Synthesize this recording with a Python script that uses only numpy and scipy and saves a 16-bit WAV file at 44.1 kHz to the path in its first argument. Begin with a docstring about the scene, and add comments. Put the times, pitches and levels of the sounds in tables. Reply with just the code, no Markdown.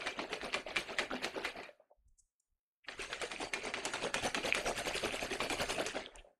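"""Drink in a plastic shaker cup

Two bouts of hard shaking, about nine strokes a second, in a small quiet room. The liquid lands in
turn on base and lid with a gulp of trapped air and a splash of drops and spray, brighter on the lid.
The mixing ball knocks on the plastic, each stroke puffs air at the microphone, and bubbles pop among
the strokes and as the drink settles."""
import sys
import numpy as np
from scipy import signal
from scipy.fft import rfft, irfft, next_fast_len
from scipy.io import wavfile
from scipy.ndimage import uniform_filter1d, map_coordinates

SR = 44100
rng = np.random.default_rng(int(sys.argv[2]) if len(sys.argv) > 2 else 0)


def store_wav(level_fs):
    """Save 16-bit WAV to argv[1]."""
    pcm = np.round(np.clip(np.atleast_2d(level_fs), -1, 1) * 32767)
    wavfile.write(sys.argv[1], SR, pcm.T.astype(np.int16))


N = 281843


def amp(db):
    """Decibels to gain."""
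    return 10 ** (np.asarray(db) / 20)


def unit(x):
    """x at rms 1."""
    return x / np.sqrt(np.mean(x ** 2) + 1e-20)


def along(points, hz):
    """(f/Hz, value) points read on a log axis."""
    f, v = np.transpose(points)
    return np.interp(np.log(hz + 1), np.log(f + 1), v)


def curve(points):
    """(t/s, value) points as one value per sample."""
    return np.interp(np.arange(N) / SR, *np.transpose(points))


def filtered(x, response):
    """x through a frequency response."""
    size = next_fast_len(len(x) + 8192)
    return irfft(rfft(x, size) * response(np.fft.rfftfreq(size, 1 / SR)), size)[:len(x)]


def noise(spectrum, size=N):
    """Coloured noise, rms 1."""
    return unit(filtered(rng.standard_normal(size), lambda hz: amp(along(spectrum, hz))))


def add(track, s, sound):
    """Mix a sound into the track at s seconds."""
    part = track[max(round(s * SR), 0):][:len(sound)]
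    part += sound[:len(part)]


def swell(t, rise_s, fall_s):
    """Envelope of one surge: gathers, crests at t = 0, drains."""
    return np.exp(-np.where(t < 0, (t / rise_s) ** 2, np.abs(t / fall_s) ** 1.36))


def surges(rows):
    """Power-summed envelope of surges (t/s, level/dB, rise/s, fall/s)."""
    t, power = np.arange(N) / SR, np.zeros(N)
    for s, db, rise, fall in rows:
        near = slice(max(int((s - 0.2) * SR), 0), int((s + 0.3) * SR))
        power[near] += (amp(db) * swell(t[near] - s, rise, fall)) ** 2
    return np.sqrt(power)


# hiss spectrum: f/Hz, level/dB
HISS_SPECTRUM = [(30, 0), (150, 5.5), (1000, 2.5), (7000, -15), (15000, -2)]
def hiss():
    """Very faint steady noise floor."""
    return amp(-94) * noise(HISS_SPECTRUM)


# early reflections: delay/s, level/dB
ECHOES = [(.0035, -27), (.0078, -33.5), (0.0106, -24), (0.0202, -23)]
# room decay: f/Hz, T60/s
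ROOM_T60 = [(150, 0.25), (700, 0.17), (3000, 0.21), (12000, 0.3)]
def room(x, tail_db):
    """Direct sound, echoes off desk and near walls, short diffuse tail."""
    hz, t, z = signal.stft(rng.standard_normal(SR // 2), SR, nperseg=256)
    decay = amp(-60 * t / along(ROOM_T60, hz)[:, None])
    build_up = 1 - np.exp(-t / 0.024)
    tail = signal.istft(z * decay * build_up, SR, nperseg=256)[1]
    response = amp(tail_db) * tail / np.linalg.norm(tail)
    for delay, db in ECHOES:
        add(response, delay, amp(db) * signal.windows.hann(5) / 2)
    return x + signal.fftconvolve(x, response)[:N]


# handling bumps: t/s, level/dB
HAND_BUMPS = [(0.45, -53), (0.69, -57), (1.125, -55.5), (1.58, -63), (2.01, -71.5), (2.08, -60),
              (2.23, -75.5), (2.525, -76), (2.996, -63), (6.18, -53)]
# bump spectrum: f/Hz, level/dB
BUMP_SPECTRUM = [(10, -14), (30, 6.5), (60, -5), (110, -19), (200, -41.5), (400, -66.5)]
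def bumps(swell_s=0.036):
    """Low bumps of hand and arm."""
    return surges((s, db, swell_s, swell_s) for s, db in HAND_BUMPS) * noise(BUMP_SPECTRUM)


FIRM_DB = -40  # reference stroke
RISE_S, FALL_S = (0.035, 0.03), (0.044, 0.042)  # at FIRM_DB: (base, lid)
# landings of the drink: t/s, splash level/dB, gulp level/dB, air pocket f/Hz
LANDINGS = [(0.019, -45, -48.0, 624), (0.082, -44.5, -44, 364), (0.21, -45, -41, 580),
            (0.333, -43.5, -41, 458), (0.45, -43.5, -42, 335), (0.559, -43, -41, 540.0),
            (0.705, -46, -47, 710.0), (0.788, -40.5, -43.5, 350), (0.91, -44.5, -44.5, 654),
            (1.006, -41, -39.5, 612), (1.146, -45, -40.5, 245), (1.249, -41, -41, 574),
            (1.379, -45.5, -40, 350), (1.465, -42.5, -45, 725), (1.592, -48.5, -46.5, 715),
            (1.679, -57.5, -60.5, 600.0), (1.812, -69, -70, 620.0), (2.917, -50.5, -53.5, 695),
            (3.022, -43, -52, 410.0), (3.13, -45.5, -48, 530.0), (3.233, -43.0, -45.5, 600),
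            (3.333, -47.5, -49, 750), (3.426, -41.5, -40.5, 400), (3.562, -45.5, -45.0, 368),
            (3.664, -42.5, -41.0, 434), (3.776, -44, -44, 387), (3.867, -44.5, -42, 383),
            (3.959, -42.5, -43.5, 630.0), (4.044, -40.5, -36.5, 575), (4.168, -41, -40.5, 550),
            (4.257, -37, -36, 755), (4.376, -42, -39, 395), (4.467, -37.5, -36.5, 535),
            (4.576, -38, -38.5, 596), (4.681, -38, -34, 497), (4.784, -39, -41, 607),
            (4.879, -38.5, -38, 533), (4.963, -38, -41, 404), (5.055, -38.0, -36.0, 378),
            (5.148, -40, -41.0, 610.0), (5.235, -40, -40, 660), (5.33, -40, -38.5, 390),
            (5.43, -39, -38.0, 633), (5.524, -38.5, -37, 367), (5.616, -36.5, -36, 597),
            (5.711, -37.5, -39, 414), (5.802, -41.0, -35, 616), (5.879, -41.5, -43, 410),
            (5.977, -43.5, -39.5, 630), (6.059, -57, -55, 440.0), (6.165, -57.5, -59, 590),
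            (6.277, -67, -64, 580.0)]
def strokes():
    """Yield t/s, level/dB, end (0 base, 1 lid), rise/s, fall/s; harder strokes land more compactly."""
    for k, (s, db, _, _) in enumerate(LANDINGS):
        end = k % 2
        stretch = np.exp(-0.04 * max(db - FIRM_DB, -8))
        yield s, db, end, stretch * RISE_S[end], stretch * FALL_S[end]


# nearness of the cup (held low, raised to the microphone, lowered), also used by spray: t/s, level/dB
CUP_NEARNESS = [(0, -3), (1.6, -5), (2.9, 3), (4.2, -1), (5.85, -2), (6.05, 0)]
# puff spectrum: f/Hz, level/dB
PUFF_SPECTRUM = [(10, -22), (25, -5.5), (55, -12), (90, -14.5), (135, -12.5), (200, -28.5), (400, -55)]
def puffs(gain_db=-15, stretch=1.3):
    """Each swing pushes a low puff of air at the microphone; harder strokes push more."""
    envelope = surges((s, db + gain_db + max(db - FIRM_DB, -8), stretch * rise, stretch * fall)
                      for s, db, _, rise, fall in strokes())
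    return amp(0.44 * curve(CUP_NEARNESS)) * envelope * noise(PUFF_SPECTRUM)


# wet ticks: t/s, level/dB, f/Hz, 1/e half-width/s
WET_TICKS = [(1.917, -59, 644, 0.01), (2.085, -72, 7440, 0.0052), (2.195, -60.5, 7300, 0.012),
             (2.402, -65, 7330, 0.0035), (2.85, -59, 2290, 0.0095), (6.158, -47, 7500, 0.0014),
             (6.193, -54.5, 2800, 0.012)]
def ticks(step_oct=0.32):
    """The nearly still drink ticks softly: short bursts of band noise."""
    out, t = np.zeros(N), np.arange(SR // 10) / SR
    centre_s = t.mean()
    for s, db, hz, width_s in WET_TICKS:
        band = [(hz * 2 ** (k * step_oct), -4.5 * k * k) for k in range(-4, 5)]
        envelope = np.exp(-((t - centre_s) / width_s) ** 2)
        add(out, s - centre_s, amp(db) * noise(band, size=len(t)) * envelope)
    return out


def bubble(t, hz, cycles, glide, onset_cycles=0.24):
    """A bubble swells, rings a few cycles and rises in pitch as it nears the surface."""
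    age = t * hz / cycles
    tone = np.sin(2 * np.pi * hz * t * (1 + glide * np.minimum(age, 2)))
    return tone * np.exp(-age) * (1 - np.exp(-t * hz / onset_cycles))


# large bubbles, and one low knock at 2.993 s played the same way: t/s, level/dB, f/Hz
LARGE_BUBBLES = [(0.6644, -29, 607), (1.1125, -22.5, 1380), (1.1453, -33.5, 250), (1.6894, -38.5, 593),
                 (1.7985, -46, 608), (1.9147, -46, 602), (2.993, -32.5, 386), (3.2351, -27, 472),
                 (3.362, -25, 2420), (4.2555, -23, 525), (4.5244, -8.5, 2410), (5.0453, -23, 390),
                 (5.108, -22.5, 2600), (5.1943, -23, 2410), (5.807, -36.5, 453), (6.061, -26, 3260),
                 (5.619, -23, 580), (6.1704, -47, 565), (6.246, -45, 578), (6.2755, -52, 577)]
def pops():
    """Single large bubbles plop during and after each bout; a low knock sounds just as the second bout starts."""
    out, t = np.zeros(N), np.arange(SR // 10) / SR
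    for s, db, hz in LARGE_BUBBLES:
        add(out, s, amp(db) * bubble(t, hz, cycles=2.8, glide=0.006, onset_cycles=0.74))
    return out


# ball hits: t/s, level/dB, relative crack level/dB, wall f/Hz
BALL_HITS = [(0.0617, -29, -19, 1900), (0.0698, -20.5, -17, 1840), (0.1916, -25, -28.5, 1040),
             (0.33, -23.5, -31.5, 2320), (0.414, -31.5, -37, 1850), (0.53, -26.5, -27, 2530),
             (0.5421, -18, -19.5, 2570), (0.7603, -23, -17.5, 2320), (0.7667, -19.5, -19, 2420),
             (0.986, -20, -15, 2060), (0.993, -19.5, -18, 2030), (1.104, -35, -26, 1272),
             (1.2452, -22, -14.5, 2340), (1.449, -23, -21, 1970), (1.6331, -37.5, -13, 2190),
             (2.885, -27, -38, 1800), (3.1294, -24, -29, 1530), (3.2156, -25, -10.5, 1610),
             (3.316, -26.5, -16.5, 2170), (3.5361, -20.5, -12, 2040), (3.7387, -20.5, -22, 1970),
             (3.8518, -25, -2, 2830), (3.9359, -24, -10.5, 1400), (4.1426, -19.5, -10.5, 1550),
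             (4.3459, -18, -15, 2600), (4.5479, -21.5, -8, 2680), (5.4037, -22.5, -42, 1140),
             (5.4998, -25.5, -8, 2410), (5.864, -28, -3, 2450)]
# cup modes: f/Hz, level/dB, T60/s
CUP_MODES = [(614, -15.5, 0.13), (1813, -4.5, 0.054), (2200, -14.5, 0.05), (2394, 2, 0.2),
             (2900, -13, 0.091), (3570, -13.5, 0.027), (4390, -6, 0.062), (5930, -11.5, .1),
             (6740, -20, 0.063), (9340, -25.5, 0.095)]
# crack spectrum: f/Hz, level/dB
CRACK_SPECTRUM = [(2500, -23.5), (4500, -0.5), (7000, 3), (9000, -0.5), (11000, -5.5), (12500, -22),
                  (14000, -35), (15600, -44.5)]
def ball(rebound_s=0.0055, rebound_db=-8.5):
    """Each knock and its one rebound: hard crack, clack and clatter of the wall, ring of the cup."""
    out, t = np.zeros(N), np.arange(SR // 5) / SR
    clatter_spectrum = [(250, -14), (700, 4), (1900, 9.5), (4000, 5), (6000, -13), (12000, -40)]
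    rebounds = [(s + rebound_s, db + rebound_db, crack_db, hz) for s, db, crack_db, hz in BALL_HITS]
    for s, db, crack_db, wall_hz in [*BALL_HITS, *rebounds]:
        # the moving drink loads the cup differently at every blow
        loading = rng.standard_normal((len(CUP_MODES), 2)) * (5.4, 0.015)
        ring = sum(amp(mode_db + shift_db - 60 * t / t60) * np.sin(2 * np.pi * hz * (1 + detune) * t)
                   for (hz, mode_db, t60), (shift_db, detune) in zip(CUP_MODES, loading))
        clack = bubble(t, wall_hz, cycles=1.7, glide=0, onset_cycles=0.12)
        clatter = noise(clatter_spectrum, size=len(t)) * amp(-60 * t / 0.042)
        crack = noise(CRACK_SPECTRUM, size=len(t)) * amp(crack_db - 60 * t / 0.026)
        wet_contact = 1 - np.exp(-t / 68e-6)
        knock = clack + amp(-10) * clatter + amp(-3.5) * crack + amp(-25.5) * ring
        add(out, s, amp(db) * wet_contact * knock)
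    return out


# resonances of the air above the drink: f/Hz, width/Hz, level/dB
AIR_MODES = [(404, 61, 5), (593, 310, -0.5), (2480, 750, 3), (2860, 340, 2), (6300, 1200, 8)]
def cavity(x, spectrum):
    """x shaped by a spectrum and by the air space in the cup; rms 1."""
    def response(hz):
        modes_db = sum(db / (1 + (2 * (hz - centre) / width) ** 2) for centre, width, db in AIR_MODES)
        return amp(along(spectrum, hz) + modes_db)
    return unit(filtered(x, response))


def froth(spectrum, low_hz, high_hz, cycles, spread_db, wash, count, size):
    """Steady swarm of random bubbles, each `size` samples long, over a noise wash; rms 1."""
    when, pitch, loudness = rng.random((count, 3)).T[:, :, None]
    hz = low_hz * (high_hz / low_hz) ** pitch
    strength = amp(spread_db * np.minimum(-np.log(1 - loudness), 3)) * hz ** 1.5
    polarity = rng.choice([-1, 1], (count, 1))
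    grains = strength * polarity * bubble(np.arange(size) / SR, hz, cycles, glide=0.078)
    positions = (when * N).astype(int) + np.arange(size)
    swarm = np.bincount(positions.ravel(), grains.ravel(), N)[:N]
    return unit(cavity(swarm, spectrum) + wash * cavity(rng.standard_normal(N), spectrum))


def tumble(x, depth_db, width_hz, rate_hz=55):
    """Tumbling liquid reshapes the air space, so brief resonances come and go; rms 1."""
    hz, t, z = signal.stft(x, SR, nperseg=512)
    grid = np.meshgrid(np.minimum(hz / width_hz, 159), t * rate_hz, indexing="ij")
    field = map_coordinates(rng.standard_normal((160, 400)), grid)
    return unit(signal.istft(z * amp(depth_db * field), SR, nperseg=512)[1][:N])


SPRAY_GAIN_DB = (-8.5, -6.5)  # (base, lid)
# spray spectrum: f/Hz, level/dB
SPRAY_SPECTRUM = [(2500, -39.5), (4500, 7), (5600, -2.5), (7000, -0.5), (9000, 2.5), (10500, -3),
                  (12000, -7), (14000, -20.5), (15600, -41)]
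# foaminess, as lift of the top treble: t/s, level/dB
FOAM_LIFT = [(0, -2.5), (1.6, 5.5), (2.9, -3), (3.8, -14), (4.25, 0), (5.85, 4), (6.05, -27)]
def spray(stretch=0.94):
    """Fine spray: more from hard strokes, louder when near, brighter when the drink is foamy."""
    envelope = surges((s, db + SPRAY_GAIN_DB[end] + 0.51 * (db - FIRM_DB), stretch * rise, stretch * fall)
                      for s, db, end, rise, fall in strokes())
    mist = froth(SPRAY_SPECTRUM, low_hz=3780, high_hz=14460, cycles=5.4,
                 spread_db=7.5, wash=0.95, count=16000, size=260)
    mist = tumble(mist, depth_db=5, width_hz=190)
    finest = filtered(mist, lambda hz: np.clip((hz - 8500) / 4000, 0, 1))
    mist += (amp(curve(FOAM_LIFT)) - 1) * finest
    return amp(curve(CUP_NEARNESS)) * envelope * mist


# splash spectrum: f/Hz, level/dB
SPLASH_SPECTRUM = [(400, -53), (900, 1), (1400, 3.5), (2400, 2), (3400, -2.5), (4500, -7), (5600, -18.5),
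                   (9000, -44)]
def splashes(gentle_db=-61.5, large_drop_hz=1800):
    """Breaking liquid throws drops at the wall; a gentle slosh throws only large, low-pitched ones."""
    envelope = surges((s, db, rise, fall) for s, db, _, rise, fall in strokes())
    drops = froth(SPLASH_SPECTRUM, low_hz=919, high_hz=5350, cycles=4.22,
                  spread_db=4, wash=0.33, count=14000, size=400)
    drops = tumble(drops, depth_db=3, width_hz=208.7)
    large = filtered(drops, lambda hz: 1 / (1 + (hz / large_drop_hz) ** 6))
    small_gain = envelope ** 2 / (envelope ** 2 + amp(gentle_db) ** 2)
    return envelope * (large + small_gain * (drops - large))


# gulp spectrum: f/Hz, level/dB
GULP_SPECTRUM = [(60, -27.5), (130, -3.5), (250, 1), (400, 0), (700, 1), (1100, -13), (1800, -13.5),
                 (4000, -66.5)]
def gulps(pocket_q=12, stretch=(0.78, 0.77)):
    """Each stroke folds a pocket of air into the drink, which glugs at its own pitch."""
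    out, t = np.zeros(N), np.arange(-SR // 4, SR // 4) / SR
    swarm = froth(GULP_SPECTRUM, low_hz=149.6, high_hz=1511, cycles=2.54,
                  spread_db=4, wash=0.31, count=3500, size=1000)
    for (s, _, end, rise, fall), (_, _, db, hz) in zip(strokes(), LANDINGS):
        bubbles = swarm[rng.integers(N - len(t)):][:len(t)]
        pocket = signal.lfilter(*signal.iirpeak(hz, pocket_q, SR), bubbles)
        envelope = swell(t / stretch[end], rise, fall)
        rms = amp(db) * np.sqrt(np.mean(envelope ** 2))
        glug = rms * unit((bubbles + pocket) * envelope)
        start_s = s + t[0]
        add(out, start_s, glug[max(0, -round(start_s * SR)):])
    return out


def scene():
    """Shaker in the room, plus dry puffs, bumps and hiss; mono."""
    liquid = amp(0.39) * gulps() + amp(-0.77) * splashes() + spray()
    shaker = liquid + ball() + pops() + ticks()
    return (room(shaker, tail_db=-9.5) + puffs() + bumps() + hiss())[None]


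# suppressor threshold per band: f/Hz, level/dB
THRESHOLD = [(60, -96.5), (200, -73), (600, -93), (3000, -78.5), (8000, -86.5), (12000, -77),
             (15000, -85.5)]
def suppress(x, depth_db):
    """Noise suppressor: turns down bands near or below threshold, cutting tails short."""
    hz, _, z = signal.stft(x, SR, nperseg=512)
    power = uniform_filter1d(np.abs(z) ** 2, size=3, axis=0)
    power = np.abs(uniform_filter1d(power, size=3, axis=1))
    gain = power / (power + amp(along(THRESHOLD, hz))[:, None] ** 2)
    return signal.istft(z * np.maximum(gain, amp(depth_db)), SR, nperseg=512)[1][:N]


def record(dry):
    """Microphone chain: noise suppressor, then band limit."""
    return np.array([filtered(suppress(channel, depth_db=-7), lambda hz: hz < 15600) for channel in dry])


dry = scene()
out = record(dry)
store_wav(out)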